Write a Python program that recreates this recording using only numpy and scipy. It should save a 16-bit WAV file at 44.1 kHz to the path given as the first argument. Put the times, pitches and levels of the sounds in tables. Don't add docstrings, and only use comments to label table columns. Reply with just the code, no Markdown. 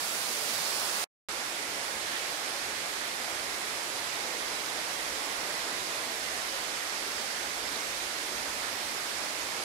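import sys
import numpy as np
from scipy import signal
from scipy.fft import rfft, irfft, next_fast_len
from scipy.io import wavfile
from scipy.ndimage import uniform_filter1d

SR = 44100
rng = np.random.default_rng(int(sys.argv[2]) if len(sys.argv) > 2 else 0)


def store_wav(level_fs):
    pcm = np.round(np.clip(np.atleast_2d(level_fs), -1, 1) * 32767)
    wavfile.write(sys.argv[1], SR, pcm.T.astype(np.int16))


def gain_from_db(level_db):
    decades = np.asarray(level_db, float) / 20
    return 10 ** decades


N = 425105
CUT_S, RESUME_S = 1.04186, 1.28630


def unit(x):
    return x / np.sqrt(np.mean(x ** 2) + 1e-20)


def along(points, hz):
    point_hz, value = np.transpose(points)
    return np.interp(np.log(hz + 1), np.log(point_hz + 1), value)


def filtered(x, response):
    m = next_fast_len(N + 8192)
    return irfft(rfft(x, m) * response(np.fft.rfftfreq(m, 1 / SR)), m)[..., :N]


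def smooth_field(shape, bins, frames):
    field = uniform_filter1d(rng.standard_normal(shape), size=bins, axis=0)
    return unit(uniform_filter1d(field, size=frames, axis=1))


def patchy(x, patchy_db):
    z = signal.stft(x, nperseg=512)[2]
    gain = gain_from_db(patchy_db * smooth_field(z.shape[-2:], bins=6, frames=14))
    return unit(signal.istft(z * gain, nperseg=512)[1][..., :N])


def bubbles(count, cycles, rise, spread_db):
    when, pitch, size = rng.random((count, 3)).T
    bubble_hz = (300 + 14000 * pitch ** 2)[:, None]
    sample = np.arange(256)
    turns = bubble_hz * sample / SR
    climb = 1 + rise * np.minimum(turns / cycles, 1)
    ring = np.sin(2 * np.pi * turns * climb) * turns * np.exp(-3 * turns / cycles)
    ring = ring * np.sqrt(bubble_hz) * gain_from_db(-spread_db * np.log(1 - size))[:, None]
    index = (when * N).astype(int)[:, None] + sample
    x = np.bincount(index.ravel(), ring.ravel(), N + 256)[:N]
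    f, power = signal.welch(x, SR, nperseg=256)
    floor = 0.00077 * power.mean()
    return unit(filtered(x, lambda hz: 1 / np.sqrt(np.interp(hz, f, power + floor))))


def water(spacing_m, lag_s, direct, own, bubbly):
    direct, own, bubbly = np.clip([direct, own, bubbly], 0, 1)
    sound_speed = 343

    def alike(hz):
        rumble = np.sqrt(1 + (45 / (hz + 1)) ** 2)
        return (1 - own) / rumble * np.sinc(2 * hz * spacing_m / sound_speed)

    def mid_side(hz):
        turn = np.arccos(alike(hz)) / 2
        return np.array([np.cos(turn), np.sin(turn)])

    def share(hz):
        return direct / (1 + (hz / 3500) ** 2)

    def straight_path(hz):
        return np.sqrt(share(hz)) * np.exp(np.outer([-1, 1], 1j * np.pi * hz * lag_s))

    mid, side = filtered(patchy(rng.standard_normal((2, N)), patchy_db=0.79), mid_side)
    walls = filtered(np.array([mid + side, mid - side]), lambda hz: np.sqrt(1 - share(hz)))
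    hiss = patchy(rng.standard_normal(N), patchy_db=1.0)
    ringing = bubbles(count=16000, cycles=7, rise=.12, spread_db=2)
    stream = np.sqrt(1 - bubbly) * hiss + np.sqrt(bubbly) * ringing
    return filtered(stream, straight_path) + walls


def humming(x, modes_db):
    hz, _, z = signal.stft(x, SR, nperseg=4096)
    field = smooth_field(z.shape[-2:], bins=2, frames=4)
    depth_db = (modes_db / (1 + hz / 400) + 3 / (1 + (hz / 60) ** 2))[:, None]
    even_db = depth_db ** 2 * np.log(10) / 20
    return signal.istft(z * gain_from_db(depth_db * field - even_db), nperseg=4096)[1][..., :N]


def place(left, right, level_db, pair):
    def colour(hz):
        port_db = np.array([along(left, hz), along(right, hz)])
        return gain_from_db(level_db + port_db) / (1 + (28 / (hz + 1)) ** 4)

    return filtered(humming(pair, modes_db=2.5), colour)


def swelling(x):
    # time_s, facing_db
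    facing = [
        (0, -1),
        (.4, 0),
        (.5, 2),
        (1.04, 0.5),
        (1.29, -0.7),
        (2.2, -0.1),
        (3.5, -0.54),
        (4.4, 0.1),
        (6.5, .3),
        (9.64, 0.1),
    ]
    # centre_s, pitch_hz, swell_db, length_s
    surges = [(.05, 600, -1.5, .12), (.2, 9040, 1, .08), (.75, 800, 0.5, .12), (1.01, 900, 1, .05),
              (2.15, 2200, 2, .07), (2.45, 600, 1.5, .12), (3.1, 500, -0.5, .2), (4.4, 400, 2.3, .1),
              (5.4, 700, 1, .2), (5.93, 697, 2.5, 0.044), (8.15, 597, -1.5, .15), (9.0, 350, 0.5, 0.16)]
    hz, t, z = signal.stft(x, SR, nperseg=1024)

    def bump(centre_hz, octaves):
        return np.exp(-.5 * (np.log2((hz + 1) / centre_hz) / octaves) ** 2)

    facing_db = np.outer(0.26 + bump(4780, octaves=.3), np.interp(t, *np.transpose(facing)))
    surge_db = 0
    for centre_s, pitch_hz, swell_db, length_s in surges:
        moment = np.exp(-.5 * ((t - centre_s) / length_s) ** 2)
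        surge_db = surge_db + swell_db * np.outer(bump(pitch_hz, octaves=0.72), moment)
    gain = gain_from_db(surge_db + np.array([.2 * facing_db, facing_db]))
    return signal.istft(z * gain, nperseg=1024)[1][:, :N]


def coarse(port, grain, follows, jitter_db, top_band, keep_db):
    frame, grid, band, top_hz = 1024, 43, 32, 15750
    n, k = np.arange(2 * frame), np.arange(frame)
    window = np.sin(np.pi * (n + .5) / (2 * frame))[:, None]
    basis = window * np.cos(np.pi / frame * np.outer(n + .5 + frame / 2, k + .5))
    blocks = np.pad(port, (2 * frame - grid, 2 * frame - (N - grid) % frame)).reshape(-1, frame)
    lines = np.hstack([blocks[:-1], blocks[1:]]) @ basis
    power = (lines ** 2).reshape(len(lines), -1, band).mean(axis=2)
    usual = np.median(power, axis=0)
    louder = uniform_filter1d(power, size=9, axis=0) / usual
    luck = gain_from_db(jitter_db * rng.standard_normal(power.shape))
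    hz = (k + .5) * SR / (2 * frame)
    band_step = np.sqrt(usual * louder ** follows) * luck
    step = np.repeat(band_step, band, axis=1) / gain_from_db(along(grain, hz))
    room = np.sqrt(louder ** (1 - follows))[:, top_band] / luck[:, top_band]
    spare = room > gain_from_db(keep_db)
    kept = (k < band * (top_band + spare[:, None])) & (hz < top_hz)
    lines = np.sign(lines) * np.floor(np.abs(lines) / step + .4054) * step * kept
    halves = lines @ basis.T * 2 / frame
    return (halves[1:, :frame] + halves[:-1, frame:]).ravel()[frame - grid:][:N]


def gap(x):
    bright_db, bright_db_per_s = -13, -2200
    dull_db, dull_s = -32, .037
    t = np.arange(N) / SR
    since = np.clip(t - CUT_S, 0, dull_s)
    dull = filtered(x, lambda hz: 1 / (1 + (hz / 2500) ** 6))
    bright_rest = x * gain_from_db(bright_db + bright_db_per_s * since)
    dull_rest = dull * gain_from_db(dull_db - 60 * (since / dull_s) ** 6)
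    residue = (bright_rest + dull_rest) * (since < dull_s)
    return np.where((t < CUT_S) | (t >= RESUME_S), x, residue)


def scene():
    # pitch_hz, level_db (per Hz)
    pool_left = [(25, -22.5), (130, -12), (280, -6.5), (600, 0), (1350, -1), (1850, -5.5), (2300, 0.5),
                 (2900, -3.5), (4800, -10.5), (5600, -15), (6500, -11.5), (10000, -20), (12500, -21.5),
                 (15000, -32)]
    pool_right = [(25, -15.5), (130, -10.5), (280, -5), (600, 0.5), (1350, 1), (1850, 2), (2900, -1.5),
                  (4800, 2.5), (5600, 1), (6500, 0), (8200, -1.5), (10000, -1.5), (12500, -6.6),
                  (15000, -11.5)]
    dome_left = [(50, -14), (130, -13.5), (240, -9), (295, -5.5), (650, -1.26), (1350, -3), (1800, -4.5),
                 (2900, -6), (4800, -12.5), (5500, -15.5), (6500, -14), (10000, -23), (12500, -27.5),
                 (15000, -35)]
    dome_right = [(50, -10.5), (130, -13), (240, -6), (295, -3.5), (650, -0.5), (1350, 0.55), (2100, 3),
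                  (2800, -2.5), (3500, -1), (5100, -.5), (6500, -4), (10000, -7), (12500, -13),
                  (15500, -21)]
    t = np.arange(N) / SR
    pool_water = water(spacing_m=.115, lag_s=-.0002, direct=.15, own=0.33, bubbly=0.2)
    pool = place(pool_left, pool_right, -26.5, pool_water)
    dome_water = water(spacing_m=.115, lag_s=.00038, direct=.2, own=0.14, bubbly=.2)
    dome = place(dome_left, dome_right, -26.5, dome_water)
    return swelling(np.where(t < (CUT_S + RESUME_S) / 2, pool, dome))


def low_pass(x):
    return signal.sosfilt(signal.butter(12, 16000, fs=SR, output="sos"), x)


def record(dry):
    # pitch_hz, level_over_step_db
    left_grain = [(1400, 30), (2300, 10), (3000, 2), (4000, -2), (5500, -5.5), (6500, -4.5), (8000, -6.5),
                  (10000, -7), (12500, -8), (14000, -9.5), (15000, -13)]
    right_grain = [(1400, 30), (2300, 11), (3000, 3), (4500, 6.5), (7600, 4.5), (10300, 3.5), (12500, 0),
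                   (14500, -5), (15600, -8)]
    left = coarse(dry[0], left_grain, follows=0.98, jitter_db=1.1, top_band=21, keep_db=-1.0)
    right = coarse(dry[1], right_grain, follows=0.42, jitter_db=1.4, top_band=22, keep_db=.3)
    return low_pass(gap(np.array([left, right])))


dry = scene()
out = record(dry)
store_wav(out)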